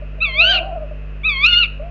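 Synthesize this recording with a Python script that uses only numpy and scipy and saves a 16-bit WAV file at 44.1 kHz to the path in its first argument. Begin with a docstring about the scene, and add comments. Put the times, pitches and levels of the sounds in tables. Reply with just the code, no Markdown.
"""A soft, low peep sounds over steady hiss and mains hum: tawny owls at a nest box in woodland at night.
One owl screeches twice, a shrill harmonic tone that dips in pitch, climbs and breaks into a rasp as
its period doubles. Under it the other, which gave the peep, quavers on a low, nearly pure note.
The ground returns one early reflection of the screech; the trunks scatter both voices into an echo."""
import sys
import numpy as np
from scipy import signal
from scipy.fft import rfft, irfft
from scipy.io import wavfile
from scipy.ndimage import uniform_filter1d

SR = 44100
rng = np.random.default_rng(int(sys.argv[2]) if len(sys.argv) > 2 else 0)


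def store_wav(level_fs):
    """Save 16-bit WAV to argv[1]."""
    pcm = np.round(np.clip(np.atleast_2d(level_fs), -1, 1) * 32767)
    wavfile.write(sys.argv[1], SR, pcm.T.astype(np.int16))


N = 83790
T = np.arange(N) / SR

# Spectra of the hiss and the rumble. Each row: frequency in Hz, relative density in dB.
HISS_SPECTRUM = [(130, -11), (220, -5), (271, -6.5), (301, -12), (430, -4), (642, -3.5), (802, -16),
                 (1370, -11), (2270, -15.5), (2600, -6), (3500, -28), (6830, -44), (7690, -57.5),
                 (10000, -86), (16900, -120)]
RUMBLE_SPECTRUM = [(10, -21.5), (30, -9), (70, -3), (130, -10), (250, -34), (1000, -91.5)]
# Harmonics of the mains hum. Each row: frequency in Hz, relative level in dB.
HUM_HARMONICS = [(50, -26.5), (100, -47), (150, -38.5), (200, -59), (250, -51), (350, -57), (450, -55),
                 (550, -57)]
# Peeps of the low owl. Each row: start in seconds, decay width in seconds, pitch in Hz, level in dB.
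PEEP_NOTES = [(0.019, 0.013, 617, -32.5), (0.178, 0.031, 657, -43), (0.275, 0.024, 681, -37.5),
              (0.909, 0.013, 620.6, -29.5)]
# Colour of the woodland echo. Each row: frequency in Hz, relative gain in dB.
ECHO_SPECTRUM = [(300, 15), (700, -5.5), (1500, 6), (2100, -8.5), (2850, 4.5), (3500, -8), (5000, -4.5),
                 (7000, -7.5)]
# Screech pitch, one curve per call. Each row: time in seconds, fundamental in Hz.
PITCH_CURVES = [
    [(.205, 1227), (.232, 1354), (.262, 1165), (.295, 1080), (.325, 1034), (.36, 1088), (.40, 1246),
     (.44, 1447), (.48, 1524), (.503, 1584), (.518, 1567), (.529, 1462), (.567, 1405), (.598, 1132)],
    [(1.232, 1094), (1.254, 1268), (1.274, 1304), (1.30, 1183), (1.345, 1082), (1.38, 1069), (1.415, 1120),
     (1.445, 1223), (1.478, 1447), (1.56, 1408), (1.592, 1464), (1.625, 1373), (1.665, 1045)],
]
# Screech loudness, one curve per call. 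Each row: time in seconds, level in dB.
LEVEL_CURVES = [
    [(.205, -28), (.21, -23.5), (.222, -14), (.243, -14), (.265, -22), (.32, -29), (.375, -20.5),
     (.402, -7), (.424, -9.5), (.44, -14.5), (.50, -13), (.555, -15.5), (.585, -20), (.6, -42)],
    [(1.234, -32.5), (1.252, -16), (1.285, -12.5), (1.305, -18), (1.345, -24.5), (1.425, -18.5),
     (1.447, -6.5), (1.466, -9.5), (1.476, -15.5), (1.50, -17), (1.537, -11), (1.60, -16), (1.635, -12.5),
     (1.665, -42)],
]
# Screech hoarseness, one curve per call. Each row: time in seconds, subharmonics and rasp in relative dB.
ROUGHNESS_CURVES = [
    [(.2, -50, -36), (.39, -45, -33), (.422, -24, -17), (.48, -14, -23), (.512, -9, -19), (.53, -10, -8),
     (.55, -14, -9), (.595, -25, -13)],
    [(1.23, -50, -36), (1.39, -45, -34), (1.42, -36, -23), (1.465, -24, -20), (1.505, -14, -23),
     (1.54, 1, -25), (1.56, -10, -23), (1.61, -20, -22), (1.66, -22, -10)],
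]
# Resonances of throat and beak. Each row: frequency in Hz, relative gain in dB.
THROAT_RESPONSE = [(700, -44), (1050, -18.5), (1300, -17), (1570, -13.5), (1800, -16), (2100, -4.5),
                   (2600, 3.5), (2870, -2.5), (3200, -9.5), (3800, -11.5), (4300, -17), (4750, -27.5),
                   (5250, -45), (6300, -39), (7200, -58.5), (8000, -75.5)]
# Turbulent air in the screech. Each row: frequency in Hz, relative density in dB.
BREATH_SPECTRUM = [(400, -37), (1000, -22.5), (1500, -24), (1900, -8), (2800, -2.5), (3500, -0.5),
                   (4500, -5), (5300, -25), (6300, -24.5), (7000, -36.5), (7600, -41.5)]
# Cracks of the voice. Each row: centre in seconds, width in seconds, lift of the top harmonics in dB.
VOICE_CRACKS = [(0.425, 0.0097, 4), (1.45, .005, 9.5), (1.465, 0.0029, 26.5)]
# Quavers of the low owl, one curve per call. Each row: time in seconds, pitch in Hz, level in dB.
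QUAVER_CURVES = [
    [(.33, 634.6, -44.5), (.365, 603.5, -33), (.42, 691.6, -27), (.458, 625.5, -30), (.505, 700, -30),
     (.555, 771.4, -31.5), (.59, 731.5, -31), (.618, 647.6, -25.5), (.65, 776, -35), (.688, 778.6, -35),
     (.728, 653, -26.5), (.752, 746, -35), (.772, 649, -22.5), (.797, 594.7, -36.5), (.825, 632.5, -27.5),
     (.848, 575.5, -34.5), (.868, 565, -45)],
    [(1.797, 580, -28.5), (1.803, 577.5, -33), (1.828, 632.6, -33.5), (1.84, 667, -35), (1.865, 689, -35.5),
     (1.9, 695, -45)],
]
# Dull bumps. Each row: centre in seconds, width in seconds, frequency in Hz, level in dB.
LOW_BUMPS = [(0.391, 0.011, 90, -44), (1.532, 0.0055, 66.6, -29), (1.836, .015, 42.36, -28)]


def undb(db):
    """Decibels to amplitude ratio."""
    return 10 ** (np.asarray(db) / 20)


def unit(x):
    """Normalisation to rms 1."""
    return x / np.sqrt(np.mean(x ** 2))


def gain_at(hz, spectrum):
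    """Gain of a spectrum, interpolated in dB over log frequency."""
    f, db = np.array(spectrum).T
    return undb(np.interp(np.log(hz + 1e-3), np.log(f), db))


def noise(spectrum):
    """White noise filtered to a spectrum, at rms 1."""
    gain = gain_at(np.fft.rfftfreq(N, 1 / SR), spectrum)
    return unit(irfft(rfft(rng.standard_normal(N)) * gain, N))


def flutter(hz):
    """Random modulation: noise low-passed at the given rate, at rms 1."""
    rolloff = 1 + (np.fft.rfftfreq(N, 1 / SR) / hz) ** 4
    return unit(irfft(rfft(rng.standard_normal(N)) / rolloff, N))


def curve(rows, column, smooth_samples=200):
    """One column of a control curve, its corners rounded by a moving average."""
    rows = np.array(rows)
    return uniform_filter1d(np.interp(T, rows[:, 0], rows[:, column]), smooth_samples)


def gate(rows):
    """A soft-edged window, 1 while a call lasts."""
    return uniform_filter1d(1. 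* ((T > rows[0][0]) & (T < rows[-1][0])), size=130)


def swell(at, width):
    """A Gaussian envelope; its width is the standard deviation in seconds."""
    return np.exp(-.5 * ((T - at) / width) ** 2)


def phase_of(hz):
    """Phase is the time integral of frequency."""
    return 2 * np.pi * np.cumsum(hz) / SR


def hiss_and_rumble(hiss_db=-46, rumble_db=-53.5):
    """Stationary noise: a broad hiss and a faint low rumble."""
    return undb(hiss_db) * noise(HISS_SPECTRUM) + undb(rumble_db) * noise(RUMBLE_SPECTRUM)


def mains_hum(mains_hz=50, gain_db=-2, fade_in_s=.002):
    """A harmonic series locked in phase to the mains frequency."""
    phase = 2 * np.pi * mains_hz * T + np.pi / 2
    hum = sum(undb(db) * np.cos(hz / mains_hz * phase) for hz, db in HUM_HARMONICS)
    return np.sqrt(2) * undb(gain_db) * hum * np.minimum(T / fade_in_s, 1)


def low_voice(hz, subharmonic=0, husk_db=-15, octave_db=-25):
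    """A nearly pure tone; amplitude modulation adds husky sidebands and, under strain, subharmonics."""
    phase = phase_of(hz)
    modulation = 1 + undb(husk_db) * flutter(hz=130) + 2 * subharmonic * np.cos(phase / 2)
    return np.sqrt(2) * modulation * (np.sin(phase) + undb(octave_db) * np.sin(2 * phase))


def peeps(attack_s=.0049, fall_per_s=2.4):
    """Short notes of the low voice, each an exponential downward glide."""
    out = 0
    for at, width, hz, db in PEEP_NOTES:
        glide = np.exp(-np.clip(fall_per_s * (T - at), -.5, .5))
        envelope = np.clip((T - at) / attack_s, 0, 1) * swell(at, width)
        out = out + undb(db) * envelope * low_voice(hz * glide)
    return out


def woodland_echo(x, t60_s=.35, onset_s=.0095, gain_db=-15.5):
    """Scattering from trunks and branches: convolution with an exponentially decaying noise."""
    tail = noise(ECHO_SPECTRUM) * undb(-60 * T / t60_s) * np.clip(T / onset_s, 0, 1)
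    return undb(gain_db) * signal.fftconvolve(x, tail / np.linalg.norm(tail))[:N]


def screech(pitch, level, roughness, jitter=.0056, shimmer_db=2.5, breath_db=-6):
    """Source and filter: harmonics glide through throat resonances; strain doubles the period and rasps."""
    hz = curve(pitch, column=1, smooth_samples=400) * (1 + jitter * flutter(hz=130))
    subharmonic = undb(curve(roughness, column=1))
    rasp = undb(curve(roughness, column=2))
    phase = phase_of(hz) + .4 * rasp * flutter(hz=420)
    # Harmonics from the fourth up come in late and flare where the voice cracks.
    open_after_s, opening_s, closed_db = .052, .0084, -39.5
    closed = np.clip((pitch[0][0] + open_after_s - T) / opening_s + 1, 0, 1)
    cracks_db = sum(db * swell(at, width) for at, width, db in VOICE_CRACKS)
    top_db = closed_db * closed + cracks_db
    voice, power = 0, 0
    for k in np.arange(2, 13) / 2:  # harmonics 1 to 6 and the half orders between them
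        amplitude = gain_at(k * hz, THROAT_RESPONSE)
        if k % 1:
            amplitude *= subharmonic * undb(-16 if k < 2 else 0)
        if k >= 4:
            amplitude *= undb(top_db - 6 * (k - 4))
        flicker = 1 + .65 * rasp * flutter(hz=420)
        shimmer = undb(shimmer_db * flutter(hz=55) * (k != 2))  # spares the main, second harmonic
        voice = voice + amplitude * flicker * shimmer * np.sin(k * phase)
        power = power + amplitude ** 2 / 2
    breath = undb(breath_db) * rasp * noise(BREATH_SPECTRUM)
    return (voice / np.sqrt(power) + breath) * undb(curve(level, column=1)) * gate(level)


def ground_reflection(x, delay_s=.0197, centre_hz=2813, bandwidth_hz=380, gain_db=-3):
    """Interference: a delayed copy of the shrill band beats against the gliding direct sound."""
    f = np.fft.rfftfreq(2 * N, 1 / SR)
    path = np.exp(-2j * np.pi * f * delay_s) / (1 + (2 * (f - centre_hz) / bandwidth_hz) ** 2)
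    return undb(gain_db) * irfft(rfft(x, 2 * N) * path)[:N]


def quavers(subharmonic_db=-22.5, second_hz=663, second_db=-30.5):
    """Frequency modulation of the low voice; at its height the first call splits in two (biphonation)."""
    split = swell(at=.6, width=.094)
    subharmonic = undb(subharmonic_db) * np.sqrt(split)
    calls = 0
    for call in QUAVER_CURVES:
        envelope = undb(curve(call, column=2)) * gate(call)
        calls = calls + envelope * low_voice(curve(call, column=1), subharmonic)
    wavering_hz = second_hz * (1 + .064 * flutter(hz=45.4))
    return calls + undb(second_db) * split * low_voice(wavering_hz, subharmonic)


def bumps():
    """Low tone bursts, too brief to carry a clear pitch."""
    return np.sqrt(2) * sum(undb(db) * swell(at, width) * np.sin(2 * np.pi * hz * (T - at))
                            for at, width, hz, db in LOW_BUMPS)


def scene():
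    """Superposition of the background, both owls and their reflections, in one channel."""
    background = hiss_and_rumble() + mains_hum() + bumps()
    low_owl = peeps() + quavers()
    shrill_owl = sum(screech(*call) for call in zip(PITCH_CURVES, LEVEL_CURVES, ROUGHNESS_CURVES))
    echoes = woodland_echo(shrill_owl + undb(6) * low_owl) + ground_reflection(shrill_owl)
    return (background + low_owl + shrill_owl + echoes)[None]


def record(dry):
    """An elliptic low-pass filter cuts the top treble steeply."""
    cutoff_hz = 7500
    return signal.sosfilt(signal.ellip(10, .2, 80, cutoff_hz, fs=SR, output="sos"), dry)


dry = scene()
out = record(dry)
store_wav(out)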